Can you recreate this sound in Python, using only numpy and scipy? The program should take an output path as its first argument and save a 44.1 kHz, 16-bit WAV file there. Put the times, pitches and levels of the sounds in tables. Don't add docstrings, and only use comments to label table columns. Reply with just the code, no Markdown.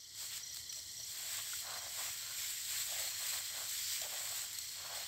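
import sys
import numpy as np
from scipy import signal
from scipy.fft import rfft, irfft, next_fast_len
from scipy.io import wavfile
from scipy.ndimage import uniform_filter1d, map_coordinates

SR = 44100
rng = np.random.default_rng(int(sys.argv[2]) if len(sys.argv) > 2 else 0)


def store_wav(level_fs):
    pcm = np.round(np.clip(np.atleast_2d(level_fs), -1, 1) * 32767)
    wavfile.write(sys.argv[1], SR, pcm.T.astype(np.int16))


N = 223631

# start_s, blades_db, stalks_db
LEG_DRAG = [(0.05, -69, -67), (0.45, -62, -60), (0.66, -61, -66), (0.9, -54.5, -72), (1.22, -47, -52),
            (1.85, -49.5, -53), (2.65, -46.5, -52.5), (3.1, -45, -49), (3.5, -46.5, -51), (4.1, -47, -49.5),
            (4.7, -49, -54.5), (5.07, -54, -49.5)]
# peak_s, length_s, blades_db, stalks_db
TUFT_SWEEPS = [(.226, .11, -46.3, -55), (.35, 0.086, -48, -50.5), (0.568, .09, -50.5, -62),
               (.768, .075, -51, -62), (1.168, 0.13, -53, -54), (1.351, .11, -46.5, -49),
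               (1.531, .144, -47, -63), (2.026, .135, -45, -50), (2.442, .18, -45.5, -50.5),
               (2.752, .14, -42.5, -48.5), (2.982, .15, -47.5, -49), (3.307, .16, -43.5, -50),
               (3.765, .17, -43.5, -55.5), (3.945, .14, -45.5, -51), (4.239, .18, -47.3, -54.5),
               (4.39, .114, -45, -54.5), (4.978, .11, -48, -51.5)]
# frequency_hz, relative_level_db
BLADE_SPECTRUM = [(1200, -47), (3000, -13), (4500, -6.5), (6300, -10.5), (7200, -1.5), (7750, 2),
                  (8400, -3), (9200, -13), (10000, -21), (11000, -14), (12300, -7.5), (15700, -11.5)]
# frequency_hz, relative_level_db
STALK_SPECTRUM = [(500, -28), (1100, -14.5), (1650, -4.5), (2050, 0), (2650, -4), (3250, 1), (4500, -4),
                  (6000, -8), (8000, -6), (10000, -20.5), (15000, -10.5)]
# peak_s, length_s, crunch_db, pitch_hz
FOOTSTEPS = [(0.23, 0.045, -63, 1060), (.783, .026, -66, 640), (1.007, .03, -70, 630),
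             (1.274, 0.22, -64, 850), (1.392, .04, -56.5, 1130), (1.714, 0.12, -51.5, 1000),
             (1.837, .13, -58, 850), (2.026, .11, -52.6, 1000), (2.286, .2, -62, 1340),
             (2.773, 0.11, -61.5, 1170), (2.99, .135, -56, 660), (3.232, 0.079, -58.5, 950),
             (3.366, .07, -54, 990), (3.592, .11, -54.5, 930), (4.047, 0.041, -53.5, 630),
             (4.133, .07, -55.5, 680), (4.28, 0.25, -57.5, 940), (4.853, 0.11, -56, 1090),
             (4.965, 0.11, -53, 760)]
# frequency_hz, relative_level_db
MAT_SPECTRUM = [(150, -4.5), (400, -7), (580, 5.5), (800, 2), (1100, -1), (1600, 5), (2500, -2),
                (5000, -39)]
# start_s, level_db, t60_s
STALK_SNAPS = [(.369, -37.5, 0.013), (0.377, -38.5, .0088), (.5453, -29.5, 0.0025), (0.5615, -34, 0.002),
               (0.57, -30.5, 0.0025), (.7258, -38.7, .021), (2.411, -36, .004), (2.505, -31, .004),
               (2.905, -38, .012), (4.016, -34, .018), (4.445, -33, .003), (4.531, -31, 0.0018),
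               (4.586, -33.5, .02)]
# start_s, level_db, pitch_hz
STEM_KNOCKS = [(1.0, -52, 650), (1.387, -46, 1090), (1.533, -35.5, 1440), (1.992, -43, 1015),
               (4.017, -45, 664), (4.048, -44, 620), (4.98, -46, 620)]
# pitch_ratio, level_db
STEM_MODES = [(.74, -11), (1, 3), (1.27, -9)]
# time_s, level_db
SEED_HEAD_LEVELS = [(3.68, -54), (3.78, -50), (3.87, -46.5), (3.93, -41.5), (3.97, -50), (4.06, -54)]
# frequency_hz, relative_level_db
HUSK_SPECTRUM = [(2000, -41), (3100, -9), (4500, 1), (5800, -1), (6800, -10), (8000, -1.5), (10000, -25.5)]
# start_s, level_db
CHIRP_GROUPS = [(-.062, -54.5), (.431, -51), (0.693, -51.3), (.967, -52), (1.495, -56), (1.784, -55),
                (2.034, -54.5), (3.064, -57), (4.582, -59)]
# start_s, end_s, level_db, pitch_hz, stroke_period_s
TRILL_RUNS = [(.001, .41, -59, 4280, .0359), (.431, .94, -57.5, 4220, .0382),
              (.953, 1.45, -57, 4280, .0385), (1.549, 1.81, -54, 4200, .0374),
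              (1.864, 2.38, -58, 4250, .0399), (2.648, 2.84, -53, 4200, .0379),
              (3.033, 3.25, -52.5, 4270, .0369), (3.288, 3.72, -55, 4200, .0387),
              (4.209, 4.45, -58.5, 4250, .0334), (4.543, 5.065, -55.5, 4300, .0347)]
# frequency_hz, relative_level_db
HISS_SPECTRUM = [(200, -11.5), (500, -0.5), (1500, -2), (2050, -3), (2600, -12), (3200, -18), (6500, 11.5),
                 (7700, 7), (9500, -9), (12500, 6.5), (15700, -3.5)]
# frequency_hz, relative_level_db
RUMBLE_SPECTRUM = [(13, -48), (22, -23), (65, -2.5), (92, 2), (118, 0.5), (198, -12), (246, -15.5),
                   (330, -11.5), (430, -16), (730, -120)]
# centre_hz, width_hz, level_db
SHIMMER_BANDS = [(1996, 280, -67.5), (3260, 450, -62.5), (4236, 660, -61.5), (5590, 690, -60.3),
                 (7630, 1100, -58.5)]
# pitch_hz, level_db
HUM_TONES = [(55.5, -85), (80.6, -78.5), (101.5, -80), (120, -82)]
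# centre_hz, width_hz, side_share
WIDE_BANDS = [(1924, 186, 0.52), (9140, 580, -0.3)]

TUFT_RISE, STEP_RISE = 0.48, 0.48
MAT_DRAG_DB, MAT_DRAG_HZ = -18, 1230
TICKS_PER_S, TICK_DB, TICK_T60_S = 7, 9, 0.003
TOP_HZ = 15750


def swish(blade_db, stalk_db):
    push = unit(amp(blade_db))
    catch_db = 0.65 * wobble(22)
    clumps_db = 0.48 * wobble(45) + 0.68 * wobble(260)
    blade_slips = crackle(3500 * push, spread_db=0.5, rub=1.0)
    blades = coloured(blade_slips, BLADE_SPECTRUM) * amp(blade_db + clumps_db)
    stalk_slips = crackle(1600 * push, spread_db=2, rub=0.71)
    stalks = coloured(stalk_slips, STALK_SPECTRUM) * amp(stalk_db + 0.41 * wobble(120))
    return patchy((blades + stalks) * amp(catch_db), depth_db=1.33)


def effort():
    blade_power, stalk_power = amp(curves(LEG_DRAG)) ** 2
    for peak_s, length_s, blade_db, stalk_db in TUFT_SWEEPS:
        push = swell(peak_s, length_s, TUFT_RISE)
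        blade_power = blade_power + push * amp(blade_db) ** 2
        stalk_power = stalk_power + push * amp(stalk_db) ** 2
    return 10 * np.log10(blade_power), 10 * np.log10(stalk_power)


def patchy(x, depth_db, size=512):
    spectrum = signal.stft(x, nperseg=size)[2]
    field = rng.standard_normal(spectrum.shape)
    field = uniform_filter1d(field, size=4, axis=0)
    field = uniform_filter1d(field, size=8, axis=1)
    return signal.istft(spectrum * amp(depth_db * unit(field)), nperseg=size)[1][:N]


def tread(stalk_db):
    crunch_db, pitch_hz = weight(stalk_db)
    grit = coloured(crackle(900, spread_db=1.5, rub=0.93), MAT_SPECTRUM)
    ring = np.zeros(N)
    for centre_hz in (615, 770, 1082, 1413):
        nearness = np.exp(-(np.log(pitch_hz / centre_hz) / 0.31) ** 2)
        mode = filtered(grit, lambda hz: resonance(hz, centre_hz, 162))
        ring += nearness * unit(mode)
    return unit(0.55 * grit + unit(ring)) * amp(crunch_db + 1.72 * wobble(60))


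def weight(stalk_db):
    power = amp(stalk_db + MAT_DRAG_DB) ** 2
    weighted_pitch = power * MAT_DRAG_HZ
    for peak_s, length_s, crunch_db, pitch_hz in FOOTSTEPS:
        step = swell(peak_s, length_s, STEP_RISE) * amp(crunch_db) ** 2
        power = power + step
        weighted_pitch = weighted_pitch + step * pitch_hz
    return 10 * np.log10(power), weighted_pitch / power


def snaps(blade_db, echo_s=0.00235, echo=0.68):
    track, t = np.zeros(N), np.arange(SR // 20) / SR
    tick_samples = np.flatnonzero(rng.random(N) < TICKS_PER_S / SR)
    ticks = [(i / SR, blade_db[i] + TICK_DB, TICK_T60_S) for i in tick_samples]
    for start_s, level_db, t60_s in list(STALK_SNAPS) + ticks:
        burst = rng.choice([-1, 1], len(t)) * amp(level_db - 60 * t / t60_s)
        add(track, start_s, burst)
        add(track, start_s + echo_s, echo * burst)

    def stalk_modes(hz):
        low = 1.74 * resonance(hz, 4630, 1960)
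        middle = 1.95 * resonance(hz, 7100, 910)
        high = 0.61 * resonance(hz, 12500, 3000)
        return low + middle + high

    return filtered(track, stalk_modes)


def knocks(t60_s=0.026, attack_s=0.0018):
    track, t = np.zeros(N), np.arange(SR // 10) / SR
    for start_s, level_db, pitch_hz in STEM_KNOCKS:
        ring = np.zeros(len(t))
        for ratio, mode_db in STEM_MODES:
            ring += amp(mode_db) * np.sin(2 * np.pi * (pitch_hz * ratio * t + rng.random()))
        envelope = amp(-60 * t / t60_s) * (1 - np.exp(-t / attack_s))
        add(track, start_s, amp(level_db) * ring * envelope)
    return track


def seed_heads():
    level_db, = curves(SEED_HEAD_LEVELS)
    husks = coloured(crackle(4000, spread_db=3.5, rub=0.54), HUSK_SPECTRUM)
    return husks * amp(level_db + 1.1 * wobble(150))


def triller():
    track = np.zeros(N)
    for start_s, end_s, level_db, pitch_hz, period_s in TRILL_RUNS:
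        for s in np.arange(start_s, end_s - period_s / 2, period_s):
            note = stroke(pitch_hz, glide=0.014, arch=0.022, length_s=0.028)
            add(track, s, amp(level_db + rng.normal(0, 0.93)) * note)
    return track * (1 + 0.42 * wobble(400))


def chirper(last_db=-2, count=4, period_s=0.0315):
    track = np.zeros(N)
    for start_s, level_db in CHIRP_GROUPS:
        times = start_s + period_s * np.arange(count)
        for s in times[times >= 0]:
            tired_db = last_db * (s == times[-1])
            note = stroke(pitch_hz=5726, glide=-0.083, arch=0.0071, length_s=0.0223)
            add(track, s, amp(level_db + tired_db + rng.normal(0, 0.5)) * note)
    return track * (1 + 0.34 * wobble(400))


def stroke(pitch_hz, glide, arch, length_s):
    u = np.linspace(0, 1, int(length_s * SR))
    bend = glide * (u - 0.5) + arch * (np.sin(np.pi * u) - np.pi / 4)
    hz = pitch_hz * (1 + bend + rng.normal(0, 0.003))
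    envelope = np.sin(np.pi * u ** 0.52)
    return unit(envelope * np.sin(2 * np.pi * np.cumsum(hz) / SR))


def night():
    hiss = amp(-58.5) * coloured(rng.standard_normal(N), HISS_SPECTRUM)
    rumble = amp(-70.0) * coloured(rng.standard_normal(N), RUMBLE_SPECTRUM)
    air = hiss + rumble
    for centre_hz, width_hz, level_db in SHIMMER_BANDS:
        band = filtered(rng.standard_normal(N), lambda hz: resonance(hz, centre_hz, width_hz) ** 2)
        air += unit(band) * amp(level_db + 1.84 * wobble(50))
    for pitch_hz, level_db in HUM_TONES:
        gain = amp(level_db + 3.1 * wobble(1))
        air += gain * np.sin(2 * np.pi * pitch_hz * np.arange(N) / SR + 0.5 * wobble(2.07))
    return air


def crackle(rate, spread_db, rub):
    hits = rng.random(N) < rate / SR
    signs = rng.choice([-1, 1], N)
    sizes = amp(spread_db * np.clip(rng.standard_normal(N), -2, 2))
    return unit(unit(hits * signs * sizes) + rub * rng.standard_normal(N))


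def swell(peak_s, length_s, rise):
    t = np.arange(N) / SR - peak_s
    return np.exp(-(t / (length_s * np.where(t < 0, rise, 1 - rise))) ** 2)


def wobble(rate):
    knots = rng.standard_normal(int(N * rate / SR) + 4)
    return map_coordinates(knots, [np.arange(N) * rate / SR])


def curves(rows):
    s, *columns = np.transpose(rows)
    return [np.interp(np.arange(N) / SR, s, column) for column in columns]


def coloured(x, points):
    f, db = np.transpose(points)
    return unit(filtered(x, lambda hz: amp(np.interp(np.log(hz + 1), np.log(f), db, left=-80))))


def filtered(x, response):
    m = next_fast_len(N + 8192)
    return irfft(rfft(x, m) * response(np.fft.rfftfreq(m, 1 / SR)), m)[..., :N]


def resonance(hz, centre, width):
    return 1j * hz * width / (centre ** 2 - hz ** 2 + 1j * hz * width)


def add(track, s, sound):
    part = track[max(0, round(s * SR)):][:len(sound)]
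    part += sound[:len(part)]


def amp(db):
    return 10 ** (np.asarray(db) / 20)


def unit(x):
    return x / np.sqrt(np.mean(x ** 2) + 1e-20)


def scene():
    blade_db, stalk_db = effort()
    grass = swish(blade_db, stalk_db) + seed_heads()
    underfoot = tread(stalk_db) + snaps(blade_db) + knocks()
    mid = grass + underfoot + chirper() + triller() + night()

    def side_bands(hz):
        return sum(share * resonance(hz, centre, width) ** 2 for centre, width, share in WIDE_BANDS)

    side = filtered(mid + 0.35 * np.roll(mid, SR // 50), side_bands)
    return np.array([mid + side, mid - side])


def record(dry):
    opening_db, = curves([(0.1, -4.5), (0.2, 0.27)])
    return filtered(dry * amp(opening_db), lambda hz: hz < TOP_HZ)


dry = scene()
out = record(dry)
store_wav(out)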